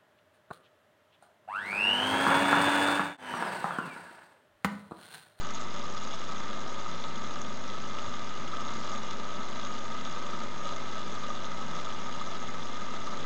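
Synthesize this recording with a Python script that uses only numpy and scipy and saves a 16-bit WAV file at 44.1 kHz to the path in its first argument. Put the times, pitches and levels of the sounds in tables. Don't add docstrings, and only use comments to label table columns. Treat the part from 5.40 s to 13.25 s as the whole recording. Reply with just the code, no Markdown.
import sys
import numpy as np
from scipy import signal
from scipy.fft import rfft, irfft
from scipy.io import wavfile

SR = 44100
rng = np.random.default_rng(int(sys.argv[2]) if len(sys.argv) > 2 else 0)


def dump_mix(stems):
    frames = np.atleast_2d(stems).T
    limited = np.clip(frames, -1, 1)
    pcm = np.round(limited * 32767).astype(np.int16)
    wavfile.write(sys.argv[1], SR, pcm)


N = 346185
TIME = np.arange(N) / SR
MAINS_HZ = 49.99
STROKES_S = np.arange(0, N / SR, .5 / MAINS_HZ)

# time_s, relative_peak_db
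LARGE_BUBBLES = [(0.4359, -36), (1.4616, -30), (1.8644, -35), (2.6167, -35), (3.133, -30.5), (3.182, -30),
                 (3.5417, -31), (3.797, -33), (4.7716, -34), (4.932, -27.5), (5.013, -32), (5.2614, -31),
                 (5.2917, -37), (5.3198, -30.5), (5.902, -29), (6.4692, -28.5), (6.8124, -27.5),
                 (7.674, -29)]
# frequency_hz, relative_density_db
CHURN_SPECTRUM = [(25, -32), (60, -13), (110, -2.5), (170, -3), (300, 1), (450, -2), (750, -2.5),
                  (1200, -3), (1700, -5.5), (2400, -9.5), (3500, -14), (4500, -15), (6800, -17.5),
                  (8500, -34.5)]
# frequency_hz, relative_density_db
TICK_SPECTRUM = [(300, -3.5), (900, 0.5), (1700, -0.5), (2400, -6.5), (3400, 2.5), (4000, -6), (4400, -3.5),
                 (5500, -3.5), (6600, -3), (7100, -10.5), (7800, -15), (8600, -31.5)]


def gain_of(db):
    return 10 ** (np.asarray(db) / 20)


def unit_rms(x):
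    return x / np.sqrt(np.mean(x ** 2) + 1e-20)


def add(mix, start_s, sound):
    part = mix[max(round(start_s * SR), 0):][:len(sound)]
    part += sound[:len(part)]


def drift(cutoff_hz):
    hz = np.fft.rfftfreq(N, 1 / SR)
    return unit_rms(irfft(rfft(rng.standard_normal(N)) / (1 + (hz / cutoff_hz) ** 4), N))


def air_flow(follow, wander_db):
    # time_s, level_db
    surges = [(0.0, 0.7), (0.24, -0.9), (0.78, 0.5), (2.04, -0.3), (2.16, -3), (2.58, 1.8), (2.88, -2),
              (3.54, 2.7), (3.66, 0.4), (4.92, 0.5), (5.16, -2.4), (5.28, 2.1), (5.46, -0.9), (5.88, 2),
              (6.18, -0.5), (6.36, 0.7), (7.02, -0.5), (7.84, 0.8)]
    time_s, level_db = np.transpose(surges)
    return gain_of(follow * np.interp(TIME, time_s, level_db) + wander_db * drift(2.8))


def in_tank(x, spectrum, size=16384):
    # centre_hz, width_hz, lift_db
    modes = [(164.6, 18, 13.5), (196, 16, 8.5), (222.6, 11, 12), (248, 39, 4.5), (554.3, 47, 6),
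             (592.4, 25, 5.5), (649, 59, 3), (927, 94, 7), (1009, 30, 4), (1064, 33, -0.5),
             (1200, 200, 3.5), (1440, 39, 2), (1555, 71, 4), (2014, 37, 7.5), (2110, 38, 9), (2320, 51, -4),
             (2340, 52, 6.5), (2869, 52, 7.5), (3060, 38, -4), (3576, 550, 5.5), (3997, 220, 6),
             (4300, 90, -2.5), (5080, 180, 3.5), (5400, 180, -3), (6590, 310, 6.5)]
    hz = np.fft.rfftfreq(size, 1 / SR)
    knot_hz, knot_db = np.transpose(spectrum)
    source_db = np.interp(np.log(hz + 1), np.log(knot_hz), knot_db)
    modes_db = sum(lift / (1 + (2 * (hz - centre) / width) ** 2) for centre, width, lift in modes)
    cepstrum = irfft(np.log(gain_of(source_db + modes_db)))
    cepstrum[1:size // 2] *= 2
    cepstrum[size // 2 + 1:] = 0
    response = irfft(np.exp(rfft(cepstrum)))[:size // 2]
    return signal.oaconvolve(x, response)[:N]


def room(x, wet_db, t60_s, path_hz=1.3, size=16000, paths=3):
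    t = np.arange(size) / SR
    tails = rng.standard_normal((paths, size)) * gain_of(-60 * t / t60_s) * (t > .004)
    tails /= np.linalg.norm(tails, axis=1, keepdims=True)
    phases = np.pi * np.arange(paths)[:, None] / paths
    shares = np.sqrt(2 / paths) * np.sin(2 * np.pi * path_hz * TIME + phases)
    wet = sum(signal.oaconvolve(x * share, tail)[:N] for share, tail in zip(shares, tails))
    return x + gain_of(wet_db) * wet


def pump_hum(gain_db, waver):
    # harmonic_number, relative_level_db
    harmonics = [(1, -73), (2, -56.5), (3, -66), (4, -58.5), (5, -57.5), (6, -69.5), (7, -59.5), (8, -59),
                 (10, -62.5), (13, -63.5), (14, -69.5), (16, -66), (20, -68.5), (31, -68), (33, -71),
                 (35, -66.5), (36, -68), (49, -76.5)]
    out = np.zeros(N)
    for number, db in harmonics:
        amplitude = gain_of(db) * (1 + waver * drift(1.2))
        out += amplitude * np.sin(2 * np.pi * (number * MAINS_HZ * TIME + rng.random()))
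    return gain_of(gain_db) * np.sqrt(2) * out


def armature_rattle(level_db, decay_s, roughness, band_hz, size=400):
    out = np.zeros(N)
    envelope = np.exp(-np.arange(size) / SR / decay_s)
    ends = rng.standard_normal((2, size))
    for k, stroke_s in enumerate(STROKES_S):
        add(out, stroke_s + .0007, envelope * (ends[k % 2] + roughness * rng.standard_normal(size)))
    housing = signal.butter(2, band_hz, "band", fs=SR, output="sos")
    return gain_of(level_db) * unit_rms(in_tank(signal.sosfilt(housing, out), TICK_SPECTRUM))


def churn(level_db, flutter_db):
    stir = rng.standard_normal(N) * gain_of(flutter_db * drift(49))
    bass = signal.sosfilt(signal.butter(1, 300, fs=SR, output="sos"), stir)
    stir += bass * (air_flow(follow=.2, wander_db=.55) - 1)
    return gain_of(level_db) * unit_rms(in_tank(stir, CHURN_SPECTRUM))


def gulps(gain_db, half_length_s):
    # centre_s, relative_level_db, pitch_hz
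    heaves = [(2.7, -51, 92.4), (4.2, -56, 74), (5.29, -74, 72)]
    swells = sum(gain_of(db) * np.exp(-((TIME - s) / half_length_s) ** 2) * np.sin(2 * np.pi * hz * TIME)
                 for s, db, hz in heaves)
    return gain_of(gain_db) * np.sqrt(2) * drift(14) * swells


def bubble_ring(hz, swell_s, t60_s, rise, size=2200):
    t = np.arange(size) / SR
    envelope = (1 - np.exp(-(t / swell_s) ** 3)) * gain_of(-60 * t / t60_s)
    pitch_hz = hz * (1 + rise * (t - swell_s) / t60_s)
    return envelope / envelope.max() * np.sin(2 * np.pi * np.cumsum(pitch_hz) / SR)


def gurgle(level_db, low_hz, high_hz, cycles, range_db, count=420):
    out = np.zeros(N)
    for when, place, strength in rng.random((count, 3)):
        hz = low_hz * (high_hz / low_hz) ** place
        blip = bubble_ring(hz, swell_s=1 / hz, t60_s=cycles / hz, rise=.064)
        add(out, when * N / SR, gain_of(range_db * strength) * blip)
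    return gain_of(level_db) * unit_rms(in_tank(out, CHURN_SPECTRUM))


def film_tick(hz, decay_s, splash, size=500):
    t = np.arange(size) / SR
    burst = (np.sin(2 * np.pi * hz * t) + splash * rng.standard_normal(size)) * np.exp(-t / decay_s)
    return burst / abs(burst).max()


def fizz(level_db, per_s, band_hz, decay_s, splash, scatter_db=4):
    out = np.zeros(N)
    for _ in range(int(per_s * N / SR)):
        strength = gain_of(scatter_db * min(rng.standard_normal(), 1.8))
        add(out, rng.uniform(0, N / SR), strength * film_tick(rng.uniform(*band_hz), decay_s, splash))
    return gain_of(level_db) * unit_rms(in_tank(out, TICK_SPECTRUM))


def spray_envelope(fade_db_per_s):
    # centre_s, half_length_s, lift_db
    flurries = [(0.17, 0.1, 6.5), (0.68, 0.15, 5), (3.44, 0.16, 2.5)]
    lift_db = sum(db * np.exp(-((TIME - s) / half_length) ** 2) for s, half_length, db in flurries)
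    return gain_of(lift_db - fade_db_per_s * (TIME - TIME.mean()))


def surface_pops(gain_db, decay_s, splash):
    # start_s, relative_peak_db, pitch_hz
    bursts = [(0.7312, -32, 3560), (1.6402, -26, 3670), (2.0163, -23.5, 6400), (2.3007, -30.5, 3620),
              (2.587, -25, 2960), (3.1697, -29, 3240), (3.5588, -27, 3520), (4.1979, -31, 3940),
              (4.6558, -32, 3300), (5.2909, -31, 3370), (5.4909, -31, 3820), (6.0511, -32, 3880),
              (7.2709, -30, 3250)]
    out = np.zeros(N)
    for start_s, db, hz in bursts:
        add(out, start_s, gain_of(db + gain_db) * film_tick(hz, decay_s, splash))
    return signal.sosfilt(signal.butter(8, 7100, fs=SR, output="sos"), out)


def under_hood(x):
    return signal.sosfilt(signal.butter(5, [1140, 1328], "band", fs=SR, output="sos"), x)


def air_left(half_length_s):
    return 1 - .7 * sum(np.exp(-((TIME - s - .004) / half_length_s) ** 2) for s, _ in LARGE_BUBBLES)


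def bubble_stream(gain_db, hz, spread, scatter_db, lag_s, jitter_s, push_db, burst_db):
    tones, pushes, bursts = np.zeros((3, N))
    puff = signal.windows.hann(260)
    spit = np.exp(-np.arange(260) / 28)
    for stroke_s in STROKES_S:
        size, late, burst = rng.standard_normal(3)
        detune, polarity = rng.uniform(-1, 1, 2)
        start_s = stroke_s + lag_s + jitter_s * late
        strength = gain_of(scatter_db * min(size, .8))
        spit_strength = strength * gain_of(4.5 * min(burst, 1.5))
        tone = bubble_ring(hz * (1 + spread * detune), swell_s=.003, t60_s=.015, rise=.028)
        add(tones, start_s, np.sign(polarity) * strength * tone)
        add(pushes, start_s + .005, strength * puff * rng.standard_normal(len(puff)))
        add(bursts, start_s + .005, spit_strength * spit * rng.standard_normal(len(spit)))
    plops = unit_rms(under_hood(tones)) * air_left(half_length_s=.0057)
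    splash = gain_of(push_db) * unit_rms(in_tank(pushes, CHURN_SPECTRUM))
    splash += gain_of(burst_db) * unit_rms(in_tank(bursts, TICK_SPECTRUM))
    return gain_of(gain_db) * (plops + splash) * air_flow(follow=.8, wander_db=.2)


def large_bubbles(gain_db, hz, spread):
    out = np.zeros(N)
    for time_s, db in LARGE_BUBBLES:
        tone = bubble_ring(hz * (1 + spread * rng.uniform(-1, 1)), swell_s=.0048, t60_s=.03, rise=.03)
        add(out, time_s - .0025, gain_of(db) * tone)
    return gain_of(gain_db) * out


def scene():
    pump = pump_hum(gain_db=1, waver=.1)
    pump += armature_rattle(level_db=-62.5, decay_s=.0013, roughness=.6, band_hz=(1400, 6950))
    wash = churn(level_db=-44, flutter_db=.5) + gulps(gain_db=.5, half_length_s=.038)
    bubbles = gurgle(level_db=-55.5, low_hz=430, high_hz=1073, cycles=14, range_db=5.5)
    coarse = fizz(level_db=-51.5, per_s=420, band_hz=(1400, 4495), decay_s=.00074, splash=.61)
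    fine = fizz(level_db=-56, per_s=300, band_hz=(4640, 8550), decay_s=.00085, splash=.46)
    bubbles += coarse * air_flow(follow=.97, wander_db=.1)
    bubbles += fine * air_flow(follow=.4, wander_db=.1) * spray_envelope(fade_db_per_s=.14)
    bubbles += surface_pops(gain_db=.2, decay_s=.0009, splash=.31)
    bubbles += bubble_stream(gain_db=-44.5, hz=1245, spread=.034, scatter_db=4,
                             lag_s=.0058, jitter_s=.0023, push_db=-6, burst_db=-10)
    bubbles += large_bubbles(gain_db=-.5, hz=1230, spread=.039)
    return (room(bubbles, wet_db=-9, t60_s=.11) + pump + wash)[None]


def record(dry, cutoff_hz=8680, offset=-.0504):
    lowpass = signal.firwin(301, cutoff_hz, window=("kaiser", 9), fs=SR)
    return signal.oaconvolve(dry, lowpass[None], "same") + offset


dry = scene()
out = record(dry)
dump_mix(out)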